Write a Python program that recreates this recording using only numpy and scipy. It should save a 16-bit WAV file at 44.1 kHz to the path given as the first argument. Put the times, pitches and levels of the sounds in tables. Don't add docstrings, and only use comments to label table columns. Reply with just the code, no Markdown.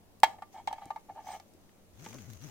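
import sys
import numpy as np
from scipy import signal
from scipy.io import wavfile
from scipy.ndimage import uniform_filter1d

SR = 44100
rng = np.random.default_rng(int(sys.argv[2]) if len(sys.argv) > 2 else 0)


def unload_wav(signal):
    wavfile.write(
        sys.argv[1],
        SR,
        np.round(np.clip(np.atleast_2d(signal).T, -1, 1) * 32767).astype(np.int16),
    )


def volts_from_decibels(level):
    exponent = np.asarray(level, float) / 20
    return 10 ** exponent


N = 110250

# frequency in Hz, correlation from -1 to 1.
STEREO_LIKENESS = [(25, 0.2), (50, 0.41), (90, -0.3), (240, 0.85), (950, 0.28), (3770, -0.26),
                   (15000, -0.14)]
# frequency in Hz, level in dB per Hz.
AIR_SPECTRUM = [(20, -0.5), (55, -24), (100, -12), (200, -8.5), (700, -16), (1500, -27.5), (9000, -33),
                (16000, -33)]
# centre in Hz, width in Hz, level in dB.
HUMS = [(90, 10, -69), (200, 25, -76)]
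# start in seconds, peak in dB, centre in Hz, left over right in dB.
KEEPER_TICKS = [(.202, -41, 8100, -5), (.5405, -53, 6400, -6), (.5746, -49, 3300, -2),
                (.856, -41, 7400, -5), (1.3625, -50, 5700, 3), (1.399, -42, 5200, -2),
                (2.0433, -40, 6500, 0), (2.0514, -41, 6400, 1), (2.0625, -42, 3000, 1),
                (2.144, -36, 6000, 4), (2.308, -47, 5800, 2), (2.3346, -40, 14500, -2),
                (2.3346, -44, 4000, 1), (2.4138, -52, 14500, 0), (.4225, -49, 4500, 1),
                (.674, -33, 4800, 2), (.7285, -39, 5200, 2), (.9055, -46, 4000, 1), (.9615, -49, 5000, 1)]
# frequency in Hz, level in dB, t60 in seconds.
TIN_MODES = [(643.3, -10.5, 0.049), (696, -6.5, 0.035), (785.6, 2.5, .045), (886.3, 3, 0.052),
             (965, -7, 0.017), (1189.4, -6.5, 0.06), (1255, -10.5, 0.016), (1584, -36, 0.078),
             (1708, -17.5, 0.041), (1813, -17, 0.049), (2188, -12, .045), (2567, -27, .06),
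             (2940, -25, 0.071), (3239, -22, 0.081),
             (3920, -21.5, .035), (4250, -24, .04), (5440, -27, .035), (6150, -27.5, 0.03),
            (6610, -31, 0.04), (8180, -23, .022)]
# frequency in Hz, level in dB.
CROWD_LEVEL = [(1000, -33.5), (2000, -27.5), (4000, -31.5), (8000, -39), (11000, -54.5), (15000, -47.5)]
# frequency in Hz, t60 in seconds.
CROWD_T60 = [(1000, .055), (16000, .035)]
# delay in seconds, level in dB.
BOUNCES = [
    (.003, -5),
    (.0068, -7.5),
    (0.0105, -13.5),
]
# start in seconds, peak in dB, lean to the lower of the main modes in dB,
# brightness in dB per octave, extra of the middle modes in dB.
KNOCKS = [(0.234, -3, -0.5, 0.5, 1.5), (0.387, -44.5, 6, -2, 4), (0.423, -31, 1, -2.5, 3),
          (0.676, -19.5, -2, -1.5, -2.5), (0.729, -26, 0.5, -1, -2), (0.783, -40.5, -10, 0, 6),
          (0.82, -37, 0.5, -4.5, 1), (0.906, -24, -1, -4.5, -1), (0.962, -30.5, -2.5, -4, 0),
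          (0.977, -42, -11, -3, 8), (1.096, -50, -8, 3, 20), (1.4, -42.5, 5, 1.5, 2.5),
          (2.064, -38.5, -4, 0, 6)]
# start in seconds, length in seconds, level in dB, brightness in dB per octave.
DRAGS = [(0.275, 0.1, -55.5, 0), (0.532, 0.095, -54, 0.5), (0.687, 0.041, -51.5, -1.5),
         (0.733, 0.091, -54.5, -1.5), (0.802, 0.094, -52, 0), (1.079, 0.047, -51.5, -12.5),
         (1.144, 0.098, -54, -3), (1.261, 0.11, -49.5, 1.5), (1.309, 0.0735, -49, 0),
         (2.478, 0.061, -59.5, 5.5)]
# start in seconds, peak in dB, lean in dB, centre of the ring in Hz.
SLIPS = [(.5435, -44, -0.5, 788), (.554, -44.5, 5, 820), (.562, -38, -0.5, 832), (.579, -44, 6, 825),
         (.586, -43.5, -8, 820), (.599, -41, -2, 854), (1.091, -45.5, 7.5, 806), (1.097, -34.5, 2.5, 812),
         (1.158, -45.5, 6, 794), (1.171, -42, 22, 811), (1.179, -38.5, -4.5, 832), (1.19, -39.5, -4, 803),
         (1.244, -47.5, 2.5, 777), (1.263, -45, 9, 800), (1.271, -37.5, -5.5, 785), (1.288, -32.5, 7, 835),
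         (1.303, -37, 2.5, 815), (1.315, -38.5, -7, 800), (1.329, -52, 2, 816), (1.336, -44.5, -2, 790),
         (1.344, -50, 5, 768), (1.353, -49, 0, 770), (1.364, -46, 1, 753), (.7125, -33, -6, 822)]
# time in seconds, ribs a second in Hz, level in dB.
PULL_A = [(1.93, 42, -66), (1.975, 90, -59), (2.02, 150, -53), (2.08, 185, -63)]
PULL_B = [(2.075, 108, -62), (2.11, 104, -58), (2.14, 125, -56), (2.17, 137, -55), (2.205, 108, -56),
          (2.24, 85, -58), (2.268, 72, -60)]
PULL_C = [(2.262, 95, -62), (2.285, 126, -49.5), (2.32, 110, -53), (2.35, 104, -54), (2.37, 75, -58),
          (2.388, 55, -60)]
PULL_D = [(2.375, 50, -63), (2.41, 110, -58), (2.45, 160, -50), (2.48, 130, -56), (2.51, 90, -60)]
PULL_PAN_DB = (9.6, 12.0, 14, 16)
RIB_OVERTONE_DB = (-9, -1.5, -8.5, -9)
# time in seconds, level in dB.
RUB_LEVEL = [(.49, -97.5), (.535, -62), (.57, -75.5), (1.2, -75), (1.29, -56.5), (1.36, -59.5),
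             (1.41, -75.5), (1.9, -80), (2.0, -62), (2.06, -54), (2.17, -58.5), (2.28, -60.5), (2.32, -59),
             (2.36, -60.5), (2.39, -66), (2.42, -58), (2.45, -55), (2.5, -60.5)]
# frequency in Hz, level in dB per Hz.
WEAVE_SPECTRUM = [(200, -29.5), (400, -6), (1000, -13), (2200, -13.5), (4000, -18), (9000, -22.5),
                  (11500, -24.5), (15500, -17.5)]
# start in seconds, level in dB, frequency in Hz.
TABLE_BUMPS = [
    (0.857, -45, 131),
    (0.861, -44.5, 301),
    (1.549, -50.5, 334),
]
# start in seconds, peak in dB, centre in Hz.
MAT_TAPS = [(1.536, -55, 6470), (1.693, -55.5, 1790), (2.0488, -42.5, 2180), (2.0617, -39, 1680),
            (2.0635, -40, 276), (2.1278, -44, 2050), (2.13, -42, 830), (2.138, -45.5, 840),
            (2.147, -39.5, 300), (2.155, -48, 795), (2.1842, -43.5, 2270), (2.205, -50.5, 1990),
            (2.243, -53, 2050), (2.4147, -50, 3200)]
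# time in seconds, frequency in Hz, level in dB.
SQUEAK_GLIDE = [(1.253, 8170, -68.5), (1.287, 8450, -84), (1.33, 8360, -58.5), (1.355, 8056, -69.5),
                (1.375, 8030, -84)]
# mean frequency in Hz, level in dB, delay in seconds.
SQUEAK_PARTIALS = [(8300, 1, -0.0038), (6100, -2, -0.052), (5000, 2.5, -.015), (6400, -2.5, 0.0061),
                   (4100, -7, -0.024), (3200, -1, -.025), (3000, 0, .01)]
# frequency in Hz, t60 in seconds.
ROOM_T60 = [(300, 0.61), (900, 0.2), (3000, 0.21), (10000, 0.28)]


def evened(x):
    return x / np.sqrt(np.mean(x ** 2) + 1e-20)


def read(points, hz):
    f, value = np.transpose(points)
    return np.interp(np.log(hz + 1), np.log(f + 1), value)


def add(mix, s, sound):
    part = mix[:, round(s * SR):][:, :sound.shape[1]]
    part += sound[:, :part.shape[1]]


def sides(pan_db):
    return volts_from_decibels(np.array([[pan_db / 2], [-pan_db / 2]]))


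def resonate(x, hz, width_hz):
    return signal.lfilter(*signal.iirpeak(min(hz, SR / 2 - 2000), hz / width_hz, SR), x)


def correlate(left, other, hz):
    like = np.clip(read(STEREO_LIKENESS, hz), -1, 1)[:, None]
    return np.array([left, like * left + np.sqrt(1 - like ** 2) * other])


def noise(shape, patchy_db):
    hz = np.fft.rfftfreq(1024, 1 / SR)
    a, b, c, d, patches = rng.standard_normal((N // 256 + 5, 513, 5)).T
    patches = uniform_filter1d(patches, size=10, axis=0)
    patches = evened(uniform_filter1d(patches, size=10, axis=1))
    z = correlate(a + 1j * b, c + 1j * d, hz)
    z = z * volts_from_decibels(read(shape, hz)[:, None] + patchy_db * patches)
    return evened(signal.istft(z, nperseg=1024, noverlap=768)[1][:, :N])


def air():
    out = volts_from_decibels(-61.5) * noise(AIR_SPECTRUM, patchy_db=1.0)
    t = np.arange(N) / SR
    for hz, width_hz, db in HUMS:
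        fuzz = resonate(rng.standard_normal((2, N)), hz, width_hz)
        fuzz = evened(resonate(fuzz, hz, 2 * width_hz))
        out = out + volts_from_decibels(db) * evened(fuzz + 1.6 * np.sin(2 * np.pi * hz * t))
    return sides(1) * out


def keepers():
    out, t = np.zeros((2, N)), np.arange(600) / SR
    for s, db, hz, pan_db in KEEPER_TICKS:
        snap = rng.standard_normal((2, 600)) * np.exp(-t / .001)
        ring = resonate(snap[:1] + .5 * snap, hz, .45 * hz)
        snap = .1 * np.diff(snap, prepend=0) + ring
        add(out, s, volts_from_decibels(db) * sides(pan_db) * snap / abs(snap).max())
    return out


def modes():
    crowd_hz = np.sort(rng.uniform(1000, 16000, size=300))
    crowd = np.transpose([crowd_hz, read(CROWD_LEVEL, crowd_hz), read(CROWD_T60, crowd_hz)])
    hz, db, t60 = np.vstack([TIN_MODES, crowd]).T
    t = np.arange(5000) / SR
    return hz, db, volts_from_decibels(-60 * t / t60[:, None]) * np.exp(2j * np.pi * hz[:, None] * t)


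def tin(body, lean_db, bright_db, middle_db, scatter=1.0):
    hz, db, phasors = body
    luck = scatter * rng.standard_normal((len(hz), 3))
    t = np.arange(5000) / SR
    octaves = np.log2(hz / 820)
    above, upper, treble = np.maximum(octaves, 0), hz > 1050, hz > 7500

    db = db - lean_db * np.tanh(12 * octaves) * ~upper
    db = db + above * bright_db + middle_db * upper * (hz < 2700)
    db = db + 3 * np.tanh(luck[:, 0]) * np.where(upper, 1, .3)

    port_lag_s = .00004
    lag = 2 * np.pi * hz * port_lag_s * (1 + above) * luck[:, 1] * (hz < 7500)
    phase = np.outer([1, -1], lag) + luck[:, 2] * upper
    start = (-1.) ** np.arange(len(hz)) * volts_from_decibels(db) * np.exp(1j * phase)
    start = start * np.where(treble, sides(-6), 1)

    crack = np.diff(rng.standard_normal((2, 5000)), prepend=0)
    crack = crack * volts_from_decibels(-28 + 2.6 * bright_db) * np.exp(-t / .004)
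    thud = volts_from_decibels(-35.5) * np.sin(2 * np.pi * 250 * t) * np.exp(-t / .008)
    rise = np.minimum(t / 0.00033, 1)
    clink = ((start * upper @ phasors).imag + crack) * rise
    out = ((start * ~upper @ phasors).imag + thud) * rise + clink
    for (s, bounce_db), jitter in zip(BOUNCES, luck[:, 1]):
        add(out, s * (1 + .04 * jitter), volts_from_decibels(bounce_db) * clink)
    return out / abs(out).max()


def knocks(body):
    out, lead_s = np.zeros((2, N)), 0.0018
    for s, db, *colour in KNOCKS:
        add(out, s - lead_s, volts_from_decibels(db) * tin(body, *colour))
    return out


def drags(body):
    out, slips_per_s = np.zeros((2, N)), 380
    for s, length, db, bright_db in DRAGS:
        draw = rng.random(9000)
        size = np.minimum(rng.exponential(1, 9000), 3)
        sign = rng.choice([-1, 1], 9000)
        u = np.arange(9000) / SR / length
        pressure = np.sin(np.pi * np.minimum(u, 1) ** .7)
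        force = 0.18 * size + (draw < slips_per_s / SR) * volts_from_decibels(5.5 * size)
        blow = tin(body, 4.2, bright_db, 0.0, scatter=.3)
        drag = signal.fftconvolve((force * sign * pressure)[None], blow, axes=1)
        add(out, s, volts_from_decibels(db) * drag / np.sqrt((drag ** 2).sum() / (2 * length * SR)))
    return out


def separate_slips(body):
    out, n, lead_s = np.zeros((2, N)), np.arange(5000), 0.0018
    for s, db, lean_db, ring_hz in SLIPS:
        blow = tin(body, lean_db, -7, -1.5, scatter=.3)
        shifted = np.array([np.interp(n * ring_hz / 820, n, side) for side in blow])
        add(out, s - lead_s, volts_from_decibels(db) * shifted)
    return out


def buckle():
    body = modes()
    return knocks(body) + drags(body) + separate_slips(body)


def strap():
    t, out, gate = np.arange(N) / SR, np.zeros((2, N)), np.ones(N)
    pulls = (PULL_A, PULL_B, PULL_C, PULL_D)
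    for pull, pan_db, overtone_db in zip(pulls, PULL_PAN_DB, RIB_OVERTONE_DB):
        s, hz, db = np.transpose(pull)
        wobble = evened(uniform_filter1d(rng.standard_normal(N), size=500))
        turn = 2 * np.pi * np.cumsum(np.interp(t, s, hz) * (1 + .03 * wobble)) / SR
        level = uniform_filter1d(volts_from_decibels(np.interp(t, s, db, -120, -120)), size=600)
        purr = np.sin(turn) + volts_from_decibels(overtone_db) * np.sin(2 * turn + .5 * wobble)
        out += sides(pan_db) * level * np.sqrt(2) * purr
        gate *= 1 + .25 * level / level.max() * np.sin(turn)
    hiss = noise(WEAVE_SPECTRUM, patchy_db=1.5)
    edge = evened(resonate(hiss, 6290, 710))
    hiss = hiss + volts_from_decibels(-2) * np.array([[1], [.25]]) * gate ** 2 * edge
    grain_db = 2.2 * evened(uniform_filter1d(rng.standard_normal(N), size=120))
    return out + sides(-1.5) * hiss * volts_from_decibels(np.interp(t, *np.transpose(RUB_LEVEL)) + grain_db)


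def hands():
    out, t = np.zeros((2, N)), np.arange(2000) / SR
    for s, db, hz in TABLE_BUMPS:
        swell = np.e * t / 0.0039 * np.exp(-t / 0.0027)
        add(out, s, volts_from_decibels(db) * np.ones((2, 1)) * np.sin(2 * np.pi * hz * t) * swell)
    for s, db, hz in MAT_TAPS:
        puff = rng.standard_normal((2, 2000)) * np.exp(-t / 0.0039)
        puff = resonate(puff[:1] + .5 * puff, hz, .9 * hz)
        puff = resonate(puff, hz, 2 * hz)
        add(out, s, volts_from_decibels(db) * puff / abs(puff).max())
    return out


def squeak():
    t, out = np.arange(N) / SR, 0
    s, hz, db = np.transpose(SQUEAK_GLIDE)
    for partial_hz, partial_db, delay in SQUEAK_PARTIALS:
        flutter = evened(uniform_filter1d(rng.standard_normal((2, N)), size=350))
        flutter = evened(flutter + flutter[:1])
        glide_hz = np.interp(t - delay, s, hz) * partial_hz / hz.mean()
        turn = 2 * np.pi * np.cumsum(glide_hz) / SR
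        level = volts_from_decibels(np.interp(t - delay, s, db, -120, -120) + partial_db)
        out = out + level * flutter * np.sin(turn)
    return out


def room(x):
    taps = np.zeros((2, SR // 2))
    at = np.arange(140, SR // 2 - 20, 20) + rng.integers(0, 20, (2, (SR // 2 - 141) // 20))
    np.put_along_axis(taps, at, rng.choice([-1., 1.], at.shape), 1)
    hz, t, z = signal.stft(taps, SR, nperseg=256)
    z = correlate(z[0], z[1], hz)
    tail = signal.istft(z * volts_from_decibels(-60 * t / read(ROOM_T60, hz)[:, None]), SR, nperseg=256)[1]
    return signal.fftconvolve(x, tail / np.linalg.norm(tail[0]), axes=1)[:, :N]


def scene():
    no_bass = signal.butter(2, 140, "high", fs=SR, output="sos")
    steel = signal.sosfilt(no_bass, buckle()) + keepers() + squeak()
    return steel + volts_from_decibels(-15.5) * room(steel) + strap() + hands() + air()


def top_cut(x):
    return signal.sosfilt(signal.butter(12, 16100, fs=SR, output="sos"), x)


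def record(dry):
    band = signal.sosfilt(signal.butter(14, 15900, fs=SR, output="sos"), dry)
    return top_cut(band)


dry = scene()
out = record(dry)
unload_wav(out)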